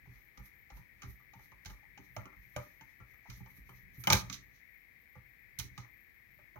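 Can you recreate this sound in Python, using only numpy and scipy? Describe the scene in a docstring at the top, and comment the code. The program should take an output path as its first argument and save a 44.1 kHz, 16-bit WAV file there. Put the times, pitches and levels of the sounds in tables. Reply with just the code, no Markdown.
"""A small quiet room with a window on the left, heard in stereo: cicadas drone and a katydid buzzes outside.
Inside, a hand turns a screw into a plastic block on a metal stand on a wooden table. Blows ring the modes of
block and stand, and noise bursts make the ticks and cracks of the tip; jolts ring the table's modes.
Skin on the handle and scraping thread are grainy noise; the dragging screw feeds noise to the block's modes.
The insects and the room tone are coloured noise."""
import sys
import numpy as np
from scipy import signal
from scipy.fft import rfft, irfft
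from scipy.io import wavfile
from scipy.ndimage import uniform_filter1d

SR = 44100
rng = np.random.default_rng(int(sys.argv[2]) if len(sys.argv) > 2 else 0)


def gain_from_db(level_db):
    """Turn a decibel level (scalar or array-like) into a linear amplitude factor."""
    decades = np.asarray(level_db, float) / 20
    return 10 ** decades


def wrap_up_sound(samples):
    """Save the sound to the file named by the first command line argument, as 16-bit audio."""
    columns = np.atleast_2d(samples).T
    # keep every value between -1 and 1, then stretch to whole-number steps
    tamed = np.clip(columns, -1, 1)
    steps = np.round(tamed * 32767).astype(np.int16)
    wavfile.write(sys.argv[1], SR, steps)


N = 290619
TIME = np.arange(N) / SR  # seconds

# Levels in the tables are relative: most layers add a trim of their own.

# room tone and hiss, colour: (frequency [Hz], level [dB per Hz])
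HUSH_COLOUR = [(20, -14), (45, -0.5), (120, -14.5), (300, -19), (700, -24.5), (1400, -25), (3000, -27.5),
               (5500, -33.5), (8000, -41.5), (10500, -34), (13500, -25), (16000, -27)]
# bass shared by both microphones, colour: (frequency [Hz], level [dB per Hz])
SHARED_BASS_COLOUR = [(20, 1), (80, 1), (300, -7), (600, -31.5)]
# room reflections, colour: (frequency [Hz], level [dB per Hz])
REFLECTION_COLOUR = [(60, -22.5), (200, -6), (500, -1), (2000, -4.5), (5000, -11), (9000, -10),
                     (16000, -10.5)]
# cicada chorus, colour: (frequency [Hz], level [dB per Hz])
CICADA_COLOUR = [(1300, -33.5), (1550, -17.5), (1750, -5.5), (1950, -2), (2200, -1), (2350, -5.5),
                 (2550, -14), (2750, -25.5), (3000, -46.5)]
# katydid phrases: (start [s], end [s], level [dB])
KATYDID_PHRASES = [(.17, 0.305, -75), (.38, .42, -76), (.54, .65, -74), (.75, 0.806, -76),
                   (1.05, 1.262, -75), (1.31, 1.464, -78), (2, 2.063, -79), (2.1, 2.253, -73),
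                   (2.35, 2.58, -75), (2.63, 2.905, -76), (2.97, 3.02, -80), (3.1, 3.224, -76),
                   (3.4, 3.55, -74), (3.65, 3.856, -73), (3.93, 4.1, -73), (4.25, 4.35, -73),
                   (4.42, 4.5, -76), (4.7, 4.83, -76.5), (5, 5.049, -76.5), (5.08, 5.16, -76),
                   (5.25, 5.353, -80), (5.38, 5.45, -81), (5.86, 6.101, -74.5), (6.13, 6.188, -77.5),
                   (6.3, 6.429, -75.5), (6.55, 6.59, -78)]
# katydid wings, colour: (frequency [Hz], level [dB per Hz])
WING_COLOUR = [(12600, -18.5), (13300, -11.5), (14100, 2), (14700, -0.5), (15200, -23)]
# jolts through the table: (time [s], peak level [dB], centre of the struck modes [Hz])
TABLE_JOLTS = [(0.073, -47.5, 116), (0.098, -51.5, 124), (0.376, -43.5, 48.4), (0.399, -47, 129),
               (0.718, -45, 43.1), (0.759, -48.5, 43.1), (0.789, -49, 127), (1.034, -40.5, 105),
               (1.059, -39.5, 64.6), (1.087, -43, 59.2), (1.353, -52.5, 130), (1.513, -55.5, 86.1),
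               (1.659, -40.5, 82), (1.7, -44, 53.8), (1.99, -46, 380), (2.169, -38, 118), (2.199, -44, 118),
               (2.256, -47, 385), (2.369, -51, 61.9), (2.563, -34.5, 118), (2.588, -46, 127),
               (2.66, -55.5, 305), (2.813, -56, 190), (3.0, -47.5, 120), (3.285, -42, 121),
               (3.31, -43, 67.3), (3.369, -51, 116), (3.405, -41.5, 116), (3.581, -47, 48.4),
               (3.698, -51, 116), (3.829, -50, 70.0), (3.979, -41.5, 118), (4.039, -49.5, 118),
               (4.07, -31.5, 196), (4.101, -25, 110), (4.13, -21, 116), (4.22, -42, 100), (4.299, -42, 190),
               (5.163, -46, 113), (5.588, -36, 83.4), (5.639, -44, 105), (5.778, -39.5, 127.4),
               (5.829, -54, 118), (6.559, -48, 99.6)]
# the grip shaking the table: (time [s], level [dB])
GRIP_SHAKE = [(0.0, -58), (0.18, -62), (0.3, -72), (0.6, -72), (1.45, -63), (1.62, -67), (2.05, -62),
              (2.42, -63), (2.94, -74), (3.1, -65), (3.27, -70), (3.47, -59), (4.02, -60), (4.16, -50),
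              (4.28, -48), (4.55, -67), (4.65, -82), (5.1, -82), (5.25, -66), (5.4, -75), (5.55, -66),
              (5.74, -55), (5.9, -72), (6.05, -82), (6.4, -66), (6.59, -73)]
# ringing of the wooden table: (frequency [Hz], level [dB], 60 dB decay [s], left minus right [dB])
TABLE_MODES = [(48.76, 2.5, .25, -1.3), (62, -1.5, .25, -2), (85.37, -1.5, 0.19, -1.8),
               (113, 3, 0.14, -1.6), (123.2, 4, 0.17, -2), (190, -4.5, 0.22, -1), (297.4, -5, 0.25, 0.83),
               (245, -4, .14, 1), (386, -8, .2, 0)]
# ringing of the plastic block: (frequency [Hz], level [dB], 60 dB decay [s], left minus right [dB])
BLOCK_MODES = [(506.5, -13, 0.12, -8), (622, -8, 0.12, -10), (810, -0.5, 0.08, 7.5),
               (878, 0.5, 0.083, -2.5), (939, -5.5, 0.069, -11.5), (1037, -5, 0.0833, -4),
               (1155.5, -1, 0.054, -14.5), (1230, 5.5, 0.033, -1.5), (1290, -1, 0.07, -11.5),
               (1360, -0.5, 0.065, 6.5), (1460, -10, 0.0696, 3.5), (1680, -5, 0.052, 1)]
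# ringing of the metal stand: (frequency [Hz], level [dB], 60 dB decay [s], left minus right [dB])
STAND_MODES = [(1530, 0, .04, 6), (1850, -12.5, 0.047, 13.5), (2070, -0.5, .05, 7), (2303, 4, 0.025, 11),
               (2516, -2, 0.033, 14.5), (3050, 0, 0.034, -1), (6310, -7, 0.06, -14.5),
               (6100, -3, 0.034, -10)]
# slides of the hand: (time of peak [s], time to fall 20 dB [s], fingers on the handle [dB],
# thread scraping [dB], screw dragging [dB])
HAND_SLIDES = [(.154, .15, -79, -79, -70), (.4, .07, -80, -80, -65), (.462, .06, -66, -72.5, -69),
               (.54, .1, -82, -94, -72), (.772, .08, -71, -74, -74), (1.05, .07, -77, -71, -58),
               (1.104, .07, -65, -73, -74), (1.438, .1, -72, -75, -80), (1.71, .1, -70, -72, -60),
               (2.054, .08, -77, -77, -73), (2.15, .05, -73, -92, -84), (2.432, .15, -82, -83, -86),
               (2.63, .2, -71, -74, -68), (2.902, .12, -83, -81, -84), (3.112, .1, -81, -83, -85),
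               (3.335, .09, -72, -64, -66), (3.374, .06, -68, -71, -77), (3.572, .07, -67, -76, -73),
               (3.51, .06, -72, -77, -74), (3.7, .1, -74, -78, -79), (3.77, .08, -76, -74, -78),
               (3.96, .06, -72, -74, -72), (4.008, .04, -55.5, -71, -66), (4.338, .04, -62, -49, -64),
               (4.512, .06, -87, -93, -73), (4.564, .08, -85, -75, -81), (5.806, .06, -81, -65, -64),
               (6.2, .07, -99, -104, -79)]
# skin on the handle, colour: (frequency [Hz], level [dB per Hz])
SKIN_COLOUR = [(5000, -34.5), (7500, -16), (9000, -14), (11000, -2.5), (13500, 7), (16000, -13.5)]
# metal tip grating and thread scraping, colour: (frequency [Hz], level [dB per Hz])
METAL_COLOUR = [(1800, -23), (2800, -13.5), (4000, -5.5), (5000, -9.5), (6100, -2.5), (6900, -11),
                (7400, -22.5), (9000, -31)]
# crack on top of a blow, colour: (frequency [Hz], level [dB per Hz])
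CRACK_COLOUR = [(6000, -31.5), (7500, -9), (9000, -7.5), (12000, 3), (14000, 2), (16000, -1.5)]
# crunch of block and stand, colour: (frequency [Hz], level [dB per Hz])
CRUNCH_COLOUR = [(150, -16), (270, 0), (400, -3), (560, -10), (850, -2), (1300, -1), (1800, -10),
                 (3200, -20)]
# screwdriver blows: (time [s], block level [dB], centre of the struck block modes [Hz],
# metal tick level [dB], top crack level [dB])
SCREWDRIVER_BLOWS = [(0.057, -62, 810, -82, -82), (0.374, -52.5, 1230, -57.5, -68),
                     (0.701, -52, 826, -60.5, -83), (0.769, -55.5, 899, -68, -70),
                     (1.019, -50, 1220, -50, -64), (1.031, -48, 1220, -56, -68),
                     (1.198, -62, 1130, -87, -82), (1.334, -51.5, 832, -63, -88),
                     (1.392, -57.5, 820, -73, -77), (1.517, -55, 960, -68, -89),
                     (1.648, -58, 1410, -56, -66), (1.657, -51, 780, -44, -55), (1.699, -56, 807, -56, -64),
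                     (1.827, -63, 807, -83, -82), (1.975, -50.5, 826, -57, -77),
                     (2.164, -35, 627, -48.5, -56.5), (2.254, -45.5, 1280, -60, -69),
                     (2.326, -55, 1250, -83, -84), (2.562, -32, 622, -42, -50), (2.809, -53, 930, -57, -89),
                     (3.002, -53, 1350, -76, -78), (3.137, -64.5, 1290, -75, -79),
                     (3.255, -54.5, 880, -83, -84), (3.299, -52.5, 1330, -49.5, -56.5),
                     (3.4, -59.5, 910, -77, -74), (3.459, -55, 888, -66, -80),
                     (3.692, -49.5, 1340, -67.5, -64), (4.037, -47, 1350, -42, -48),
                     (4.071, -21, 880, -28.5, -35.5), (4.101, -20, 864, -20, -33),
                     (4.124, -26, 867, -21, -28), (4.13, -22.5, 565, -16.5, -25),
                     (4.298, -43, 1270, -38, -62.5), (4.326, -57, 1360, -37.5, -56),
                     (4.341, -57.5, 1220, -42, -56.5), (5.153, -53, 503, -76, -84),
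                     (5.587, -59, 1390, -36, -38), (5.596, -48, 1410, -35, -43),
                     (5.777, -45, 1150, -47.5, -60.5), (5.843, -60, 1030, -80, -82.5),
                     (6.388, -58, 620, -77.5, -84), (6.557, -45, 883, -84, -86)]


def colour(x, points):
    """Filter along the last axis by (Hz, dB) points; white noise of rms 1 comes out near rms 1."""
    hz, db = np.transpose(points)
    bins_hz = np.fft.rfftfreq(x.shape[-1], 1 / SR)
    gain = gain_from_db(np.interp(np.log(bins_hz + 1), np.log(hz), db, left=-90, right=-90))
    return irfft(rfft(x) * gain, x.shape[-1]) / np.sqrt(np.mean(gain ** 2))


def sides(pan_db):
    """Left and right gains for a level difference, left minus right."""
    return gain_from_db(np.array([[pan_db / 2], [-pan_db / 2]]))


def walk(rate):
    """Random levels, `rate` of them a second, joined by slopes; spread near 1."""
    hold = int(SR / rate)
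    steps = np.repeat(rng.standard_normal(N // hold + 1), hold)
    return uniform_filter1d(steps, hold)[:N]


def ring(modes, centre_hz, octaves, luck):
    """Stereo impulse response of beating modes, struck hardest near the centre; luck varies each one."""
    hz, db, t60, pan_db = np.transpose(modes)[:, :, None]
    t = TIME[:SR // 4]
    luck = luck[:4 * len(modes)].reshape(4, -1, 1)
    off_centre = np.log2(hz / centre_hz) / octaves
    db = db - np.minimum(6 * off_centre ** 2, 14.0) + 2.5 * luck[0]
    hz = hz * (1 + 0.01 * luck[1])
    turn = 2 * np.pi * hz * t
    size = gain_from_db(db - 60 * t / np.maximum(t60, .01))
    size[::2] *= -1  # neighbouring modes start in opposite directions
    size = size * (1 + 0.6 * np.cos(turn * 0.045 * (1 + 0.3 * luck[2])))  # beating
    skew = 0.35 * luck[3] * np.clip(t / 0.005, 0, 1)  # radians, opposite at the two microphones
    left = gain_from_db(pan_db / 2) * size * np.sin(turn + skew)
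    right = gain_from_db(-pan_db / 2) * size * np.sin(turn - skew)
    return np.array([left.sum(0), right.sum(0)])


def add(out, s, db, sound):
    """Mix a sound in from time s, scaled to the given peak level."""
    i = int(s * SR)
    k = min(sound.shape[1], N - i)
    out[:, i:i + k] += gain_from_db(db) * sound[:, :k] / np.abs(sound).max()


def fades(starts, db, rise_s, fall_s):
    """Level in dB of swells that climb and fall 20 dB in the given times; the loudest wins."""
    out = np.full(N, -120.)
    for s, top_db, rise, fall in np.broadcast(starts, db, rise_s, fall_s):
        late = TIME - s
        distance = np.maximum(late / max(fall, .005), -late / max(rise, .001))
        out = np.maximum(out, top_db - 20 * distance)
    return out


def hush():
    """Room tone and microphone hiss: separate noise at each microphone, with partly shared bass."""
    separate = colour(rng.standard_normal((2, N)), HUSH_COLOUR)
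    shared = colour(rng.standard_normal(N), SHARED_BASS_COLOUR)
    return gain_from_db(-69.5) * separate + gain_from_db(-78.5) * shared


def room(x, t60, wet_db, gap):
    """Reflections as fading noise, different at each microphone, that builds up over gap seconds."""
    t = TIME[:SR]
    envelope = gain_from_db(-60 * t / t60) * np.clip(t / gap, 0, 1)
    tail = colour(rng.standard_normal((2, SR)), REFLECTION_COLOUR) * envelope
    middle = x.mean(0)[None]
    return x + gain_from_db(wet_db) * signal.fftconvolve(middle, tail)[:, :N]


def cicadas():
    """A far chorus blurs into a shimmering band; only a little of it, inverted, reaches the right side."""
    level_db = -59.0 + 1.2 * walk(40) + .7 * walk(3)
    drone = colour(rng.standard_normal(N), CICADA_COLOUR) * gain_from_db(level_db)
    return np.array([drone, -gain_from_db(-32) * drone])


def katydid():
    """Wing strokes about 30 a second, each a puff of noise near 14 kHz, far to the left."""
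    level = np.zeros(N)
    for start, end, db in KATYDID_PHRASES:
        t = np.clip(TIME - start, 0, end - start)
        phrase = np.abs(np.sin(np.pi * t / (end - start))) ** .4
        wing_strokes = .25 + np.sin(np.pi * 30.2 * t) ** 2
        level += gain_from_db(db) * phrase * wing_strokes
    wing = colour(rng.standard_normal(N), WING_COLOUR)
    return sides(20.0) * level * wing * gain_from_db(-3.0)


def table(shake_db):
    """Soft jolts of the stand ring the table top; the gripping hand keeps it shaking a little."""
    out = np.zeros((2, N))
    push = np.hanning(int(0.002 * SR))[None]  # a soft 2 ms push
    for (s, db, hz), luck in zip(TABLE_JOLTS, rng.standard_normal((len(TABLE_JOLTS), 40))):
        add(out, s, db + 0.5, signal.fftconvolve(ring(TABLE_MODES, hz, 0.64, luck), push))
    resonance = ring(TABLE_MODES, 70, 1.7, rng.standard_normal(40))
    shake = signal.fftconvolve(resonance, rng.standard_normal((1, N)))[:, :N]
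    return out + gain_from_db(shake_db - 3.0) * shake / shake.std()


def strokes():
    """Levels over time of fingers, thread and drag; every blow also leaves the screw dragging."""
    rise_share = .9  # a slide builds up in this share of its falling time
    drag_db_from_blow, drag_fade_db_per_s = -12, 280
    s, fall, *levels = np.transpose(HAND_SLIDES)
    skin_db, thread_db, drag_db = (fades(s, db, rise_share * fall, fall) for db in levels)
    blow_s, block_db = np.transpose(SCREWDRIVER_BLOWS)[:2]
    after_db = fades(blow_s + .01, block_db + drag_db_from_blow, .004, 20 / drag_fade_db_per_s)
    return uniform_filter1d([skin_db, thread_db, np.maximum(drag_db, after_db)], size=400)


def friction(db, spectrum, pan_db):
    """A grainy sliding hiss: coloured noise, partly shared by the sides, with a flickering level."""
    grain = rng.standard_normal((2, N))
    grain[0] = 0.21 * grain[1] + .8 * grain[0]
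    return sides(pan_db) * gain_from_db(db + 0.83 * walk(84)) * colour(grain, spectrum)


def screw_drag(drag_db):
    """Between blows the screw drags unevenly in its hole: noisy slips ring the block's modes."""
    slips = rng.standard_normal((1, N)) * gain_from_db(4.0 * walk(80))
    resonance = ring(BLOCK_MODES, 1100, 1.5, rng.standard_normal(60))
    drag = signal.fftconvolve(resonance, slips)[:, :N]
    return gain_from_db(drag_db - 6.0) * drag / drag.std()


def screwdriver():
    """Each blow is a first strike and a short chatter: block and stand ring, the tip grates and cracks."""
    contact_s, contact_s_per_db = .0075, -.0001  # chatter of a -45 dB blow; harder blows are shorter
    out, t = np.zeros((2, N)), TIME[:4096]
    grits = rng.standard_normal((len(SCREWDRIVER_BLOWS), 3, 4096))
    for (s, block_db, hz, tick_db, crack_db), grit in zip(SCREWDRIVER_BLOWS, grits):
        contact = np.clip(contact_s + contact_s_per_db * (block_db + 45), .0005, .04)
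        fade = np.exp(-t / contact) * (1 - np.exp(-t / (0.13 * contact)))
        push = 0.11 * grit[0] * fade  # chatter
        push[20] += 1  # first strike
        block = signal.fftconvolve(ring(BLOCK_MODES, hz, 0.21, grit[1]), push[None])
        add(out, s, block_db + 1.0, block)
        # the many small modes blur into a crunch
        crunch = colour(grit[1:] + 1.2 * grit[0], CRUNCH_COLOUR)
        add(out, s, block_db - 7.0, crunch * np.exp(-t / 0.025) * np.clip(t / .002, 0, 1))
        # the stand feels both the knock and the tick
        stand = signal.fftconvolve(ring(STAND_MODES, 3000, 1.5, grit[2]), push[None])
        add(out, s, (block_db + tick_db) / 2 + 5.0, stand)
        # the tip keeps grating faintly after the strike
        grate = fade ** 2.06 + gain_from_db(-18) * np.exp(-t / 0.038)
        tick = sides(-12.0) * colour(grit[1:] + 0.95 * grit[0], METAL_COLOUR)
        add(out, s, tick_db + 8.0, tick * grate)
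        crack = sides(-7.5) * colour(grit[1:] + 1.5 * grit[0], CRACK_COLOUR)
        add(out, s, crack_db + 11.0, crack * grate)
    return out


def scene():
    """The work and the table in the room's reflections, over the insects and the room tone."""
    skin_db, thread_db, drag_db = strokes()
    work = screwdriver() + screw_drag(drag_db)
    work += friction(skin_db + 4.5, SKIN_COLOUR, -7.5)
    work += friction(thread_db + 1.0, METAL_COLOUR, -8.5)
    work[1] = np.roll(work[1], shift=5)  # samples: the left microphone hears the work first
    wood = table(np.interp(TIME, *np.transpose(GRIP_SHAKE)))
    wood[1] = np.roll(wood[1], shift=13)  # samples: the slower wave in the wood lags more
    indoors = room(work + wood, t60=0.26, wet_db=-39, gap=.006)
    return indoors + cicadas() + katydid() + hush()


def low_pass(x):
    """Removes everything above the highest recorded frequency."""
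    return signal.sosfilt(signal.butter(12, 16630, fs=SR, output="sos"), x)


def record(dry):
    """The microphones lose the deepest bass, below about 42 Hz."""
    bass_cut = signal.butter(3, 42, "high", fs=SR, output="sos")
    mix = signal.sosfilt(bass_cut, dry)
    return low_pass(mix)


dry = scene()
out = record(dry)
wrap_up_sound(out)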